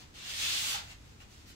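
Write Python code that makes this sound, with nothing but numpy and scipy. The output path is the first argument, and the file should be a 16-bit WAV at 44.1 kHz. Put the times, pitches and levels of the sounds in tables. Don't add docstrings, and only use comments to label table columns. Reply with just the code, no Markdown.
import sys
import numpy as np
from scipy import signal
from scipy.fft import rfft, irfft, next_fast_len
from scipy.io import wavfile
from scipy.ndimage import map_coordinates

SR = 44100
rng = np.random.default_rng(int(sys.argv[2]) if len(sys.argv) > 2 else 0)


def generate_wav(sig):
    pcm = np.round(np.clip(np.atleast_2d(sig).T, -1, 1) * 32767).astype(np.int16)
    wavfile.write(sys.argv[1], SR, pcm)


def level_to_linear(level):
    exponent = np.asarray(level, float) / 20
    return 10 ** exponent


N = 68355

# f/Hz, level/dB
HUSH_SPECTRUM = [(250, -18), (400, -0.5), (800, -2), (1500, -3), (3500, -6), (7500, -9.5), (9000, -18),
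                 (15700, -27)]
RUMBLE_SPECTRUM = [(12, -30), (25, -8), (60, 0), (120, -4), (160, -9.5), (300, -11.5), (500, -23),
                   (900, -71)]
# f/Hz, width/Hz, level/dB
HUM_DRONES = [(32.2, 11, -3.5), (53, 5.2, -0.5), (78, 7, 1.5), (113.4, 13, 0), (206.8, 13, -3.5)]
HUSH_DB, RUMBLE_DB, HUM_DB = -61.5, -56.5, -61

# f/Hz, T60/s
ROOM_DECAY = [(200, 0.37), (1000, .25), (4000, 0.21), (12000, 0.12)]
# f/Hz, correlation/1
PORT_LIKENESS = [(60, 0.96), (130, 0.82), (290, 0.75), (640, -0.31), (1410, -0.14), (3100, -0.097),
                 (6820, 0.061), (15000, 0.016)]
# f/Hz, level/dB
PORT_BALANCE = [(200, 0), (2400, 1.5), (6000, -0.5), (9000, -3.5), (12000, -8.5), (15000, -11.5)]
EDGE_LAGS = (0.00048, -0.000334)
WET_DB, GAP_S = 6, 0.003
MOVE_S = 0.08
CLOSE_DB = -5
TOP_HZ = 15760

# t/s, length/s, level/dB, rise share/1, tilt/(dB per octave)
BRUSHES = [
    (-.04, 0.09, -50.5, 0.28, -.5),
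    (0.798, 0.093, -52, .3, 0),
    (0.844, .09, -52, 0.76, -.3),
    (.93, .23, -65, .6, 0.5),
    (1.199, 0.038, -55, 0.08, -.5),
    (1.277, 0.22, -60, 0.1, 1),
    (1.452, .075, -53.5, 0.41, 2.5),
]
# f/Hz, level/dB
CLOTH_SPECTRUM = [(300, -31), (700, -3.5), (1500, -3.5), (2800, 1), (4500, -1), (7500, -5), (9000, -13.5),
                  (15700, -19.5)]

# t/s, level/dB, thud level/dB, tilt/(dB per octave)
KNOCKS = [
    (.141, -53, -62, 2.5),
    (.681, -48, -60, 5),
    (.742, -37, -57, -1.2),
    (.75, -37, -55, -1),
    (.866, -66, -51, .2),
    (.911, -53, -66, 4.5),
    (1.203, -47, -68, .3),
    (1.234, -56, -68, 7),
]
# f/Hz, level/dB, T60/s
PANEL_MODES = [(600, -12, 0.017), (810, 1.5, .028), (1050, -3, .018), (1400, -4, .015), (1900, -6, .014),
               (2230, -3, .016), (2800, -.5, .016)]
THUD_HZ, THUD_T60_S = 125, 0.039
CRACK_DB, CRACK_T60_S, CRACK_HZ = 6, 0.012, 2500
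PADDING_S = 0.0015

# t/s, scrape level/dB, nap (share of fine fibres combed)/1
SLIDE = [
    (.138, -57, .2),
    (.21, -52.5, 0),
    (.29, -42, 0.1),
    (.345, -42.5, 0.3),
    (.41, -36, 0.44),
    (.52, -34, 0.07),
    (.61, -37, 0.74),
    (.7, -36, 1),
    (.75, -40, .6),
    (.81, -55.5, 0.1),
]
# f/Hz, width/Hz, level/dB
EDGE_RESONANCES = [(2080, 1260, -8), (2770, 320, 2.5), (3080, 410, 1), (3530, 380, 2.5), (4180, 600, -1.5),
                   (5110, 890, -3.5), (6780, 1870, -8)]
# f/Hz, width/Hz, level/dB
BOX_RESONANCES = [(777, 550, -4.5), (1320, 400, 2), (1770, 360, -2)]
# f/Hz, level/dB
FIBRE_SPECTRUM = [(2350, -27.5), (4000, -4), (7680, 0), (9010, -5.5), (14800, -12.5), (15700, -15)]
WEAVE_SPECTRUM = [(300, -21), (600, -9), (1200, -5), (2500, -2), (4500, -2), (7500, -6.5), (9000, -20.5),
                  (15700, -30)]
EDGE_LEVELS = (-0.65, -2.22)
LIFT_S = 0.003
FIBRES_DB, NAP_DB = -7.5, 10
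BODY_DB, DEPTH_DB = -29, 22.5
WEAVE_DB, WEAVE_GROWS = -12, 0.41
SLIPS_PER_S, SLIP_SPREAD_DB, SMOOTH_SHARE = 3500, 5.5, 0.46
SWAY_DB, FLICKER_DB = 0.5, 0.8


def unit(x):
    return x / np.sqrt(np.mean(x ** 2) + 1e-20)


def along(points, hz):
    f, v = np.transpose(points)
    return np.interp(np.log(hz + 1), np.log(f + 1), v)


def filtered(x, response):
    m = next_fast_len(x.shape[-1] + SR // 2)
    spectrum = rfft(x, m) * response(np.fft.rfftfreq(m, 1 / SR))
    return irfft(spectrum, m)[..., :x.shape[-1]]


def resonant(x, peaks):
    def response(f):
        total = 0
        for k, (centre, width, db) in enumerate(peaks):
            damping = 1j * f * width
            total = total + (-1) ** k * level_to_linear(db) * damping / (centre ** 2 - f ** 2 + damping)
        return total
    return filtered(x, response)


def coloured(x, spectrum):
    return filtered(x, lambda hz: level_to_linear(along(spectrum, hz)))


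def wobble(rate):
    knots = rng.standard_normal(int(N * rate / SR) + 4)
    return map_coordinates(knots, [np.arange(N) * rate / SR])


def diffuse(pair):
    def mixing(hz):
        angle = np.arccos(np.clip(along(PORT_LIKENESS, hz), -1, 1)) / 2
        return np.array([np.cos(angle), np.sin(angle)])
    mid, side = filtered(pair, mixing)
    return np.array([mid + side, mid - side])


def background():
    noise = rng.standard_normal((3, 2, N))
    hush = level_to_linear(HUSH_DB + 0.46 * wobble(6)) * unit(coloured(noise[0], HUSH_SPECTRUM))
    rumble = level_to_linear(RUMBLE_DB) * unit(coloured(noise[1], RUMBLE_SPECTRUM))
    hum = level_to_linear(HUM_DB) * unit(resonant(resonant(noise[2], HUM_DRONES), HUM_DRONES))
    return diffuse(hush + rumble + hum)


def ports(x, lag_s):
    side = np.array([[1], [-1]])
    return filtered(x, lambda f: np.exp(-1j * np.pi * f * lag_s * side))


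def room(x, lag_s):
    wet, place = np.zeros((2, N)), np.arange(N) / SR / MOVE_S
    late = np.pad(x, (round(GAP_S * SR), 0))[:N]
    for k in range(int(place[-1]) + 2):
        hz, t, z = signal.stft(rng.standard_normal((2, SR // 4)), SR, nperseg=256)
        decay = level_to_linear(-60 * t / along(ROOM_DECAY, hz)[:, None])
        tail = diffuse(signal.istft(z * decay, SR, nperseg=256)[1])
        tail = tail / np.sqrt(np.sum(tail ** 2) / 2)
        part = late * np.cos(np.pi / 2 * np.clip(place - k, -1, 1))
        wet += signal.oaconvolve(part[None], tail, axes=1)[:, :N]
    return (ports(x, lag_s) + level_to_linear(WET_DB) * wet) / np.sqrt(1 + level_to_linear(2 * WET_DB))


def slips(rate):
    chance = rng.random(N)
    size = np.minimum(rng.exponential(size=N), 3)
    rub = rng.standard_normal((2, N))
    jerks = (chance < rate / SR) * level_to_linear(SLIP_SPREAD_DB * size) * np.sign(rub[0])
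    return np.sqrt(1 - SMOOTH_SHARE) * unit(jerks) + np.sqrt(SMOOTH_SHARE) * rub[1]


def hands():
    t, out = np.arange(N) / SR, np.zeros(N)
    for start, length, db, rise, tilt_db in BRUSHES:
        u = (t - start) / length
        ramp = np.minimum(u / rise, (1 - u) / (1 - rise))
        swell = np.sin(np.pi / 2 * np.clip(ramp, 0, 1))
        cloth = [(hz, level + tilt_db * np.log2(hz / 3000)) for hz, level in CLOTH_SPECTRUM]
        out += level_to_linear(db) * swell * unit(coloured(slips(SLIPS_PER_S / 2), cloth))
    return out * level_to_linear(FLICKER_DB * wobble(39.2))


def knocks():
    out, t = np.zeros(N + SR), np.arange(SR // 5) / SR
    for start, db, thud_db, tilt_db in KNOCKS:
        ring = np.zeros(len(t))
        for hz, level, t60 in PANEL_MODES:
            mode_db = level + tilt_db * np.log2(hz / CRACK_HZ) + rng.normal(0, 2.5)
            ring += level_to_linear(mode_db - 60 * t / t60) * np.sin(2 * np.pi * (hz * t + rng.random()))
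        crack = level_to_linear(CRACK_DB - 60 * t / CRACK_T60_S) * rng.standard_normal(len(t))
        crack = filtered(crack, lambda f: 2j * f / CRACK_HZ / (1 + 1j * f / CRACK_HZ) ** 3)
        thud = level_to_linear(thud_db - 60 * t / THUD_T60_S) * np.sin(2 * np.pi * THUD_HZ * t)
        softened = 1 - np.exp(-t / PADDING_S)
        out[round(start * SR):][:len(t)] += softened * (level_to_linear(db) * (ring + crack) + thud)
    return out[:N]


def slide():
    t = np.arange(N) / SR
    s, db, nap = np.transpose(SLIDE)
    touch = np.clip((t - s[0]) / LIFT_S, 0, 1) * np.clip((s[-1] - t) / LIFT_S, 0, 1)
    depth = np.clip((t - s[0]) / (s[-1] - s[0]), 0, 1)
    level_db = np.interp(t, s, db)

    edge = level_to_linear(FLICKER_DB * wobble(30.9)) * unit(resonant(slips(SLIPS_PER_S), EDGE_RESONANCES))
    hiss_db = FIBRES_DB + NAP_DB * (np.interp(t, s, nap) - 0.5)
    hiss = level_to_linear(hiss_db) * unit(coloured(slips(SLIPS_PER_S), FIBRE_SPECTRUM))
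    body_db = BODY_DB + DEPTH_DB * depth ** 3
    body = level_to_linear(body_db) * unit(resonant(slips(SLIPS_PER_S / 3), BOX_RESONANCES))
    weave_db = WEAVE_DB + (1 - WEAVE_GROWS) * (db.max() - level_db)
    weave = level_to_linear(weave_db) * unit(coloured(slips(SLIPS_PER_S), WEAVE_SPECTRUM))
    return touch * level_to_linear(level_db + SWAY_DB * wobble(12.36)) * (edge + hiss + body + weave)


def scene():
    blows = knocks()
    near = level_to_linear(EDGE_LEVELS[0]) * slide() + hands() + blows
    far = level_to_linear(EDGE_LEVELS[1]) * slide()
    reflected = room(near, EDGE_LAGS[0]) + room(far, EDGE_LAGS[1])
    return reflected + level_to_linear(CLOSE_DB) * ports(blows, EDGE_LAGS[0]) + background()


def top_cut(x):
    return signal.sosfilt(signal.butter(12, 16060, fs=SR, output="sos"), x)


def record(dry):
    halves = np.array([[0.5], [-0.5]])
    mix = filtered(dry, lambda hz: (hz < TOP_HZ) * level_to_linear(along(PORT_BALANCE, hz) * halves))
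    return top_cut(mix)


dry = scene()
out = record(dry)
generate_wav(out)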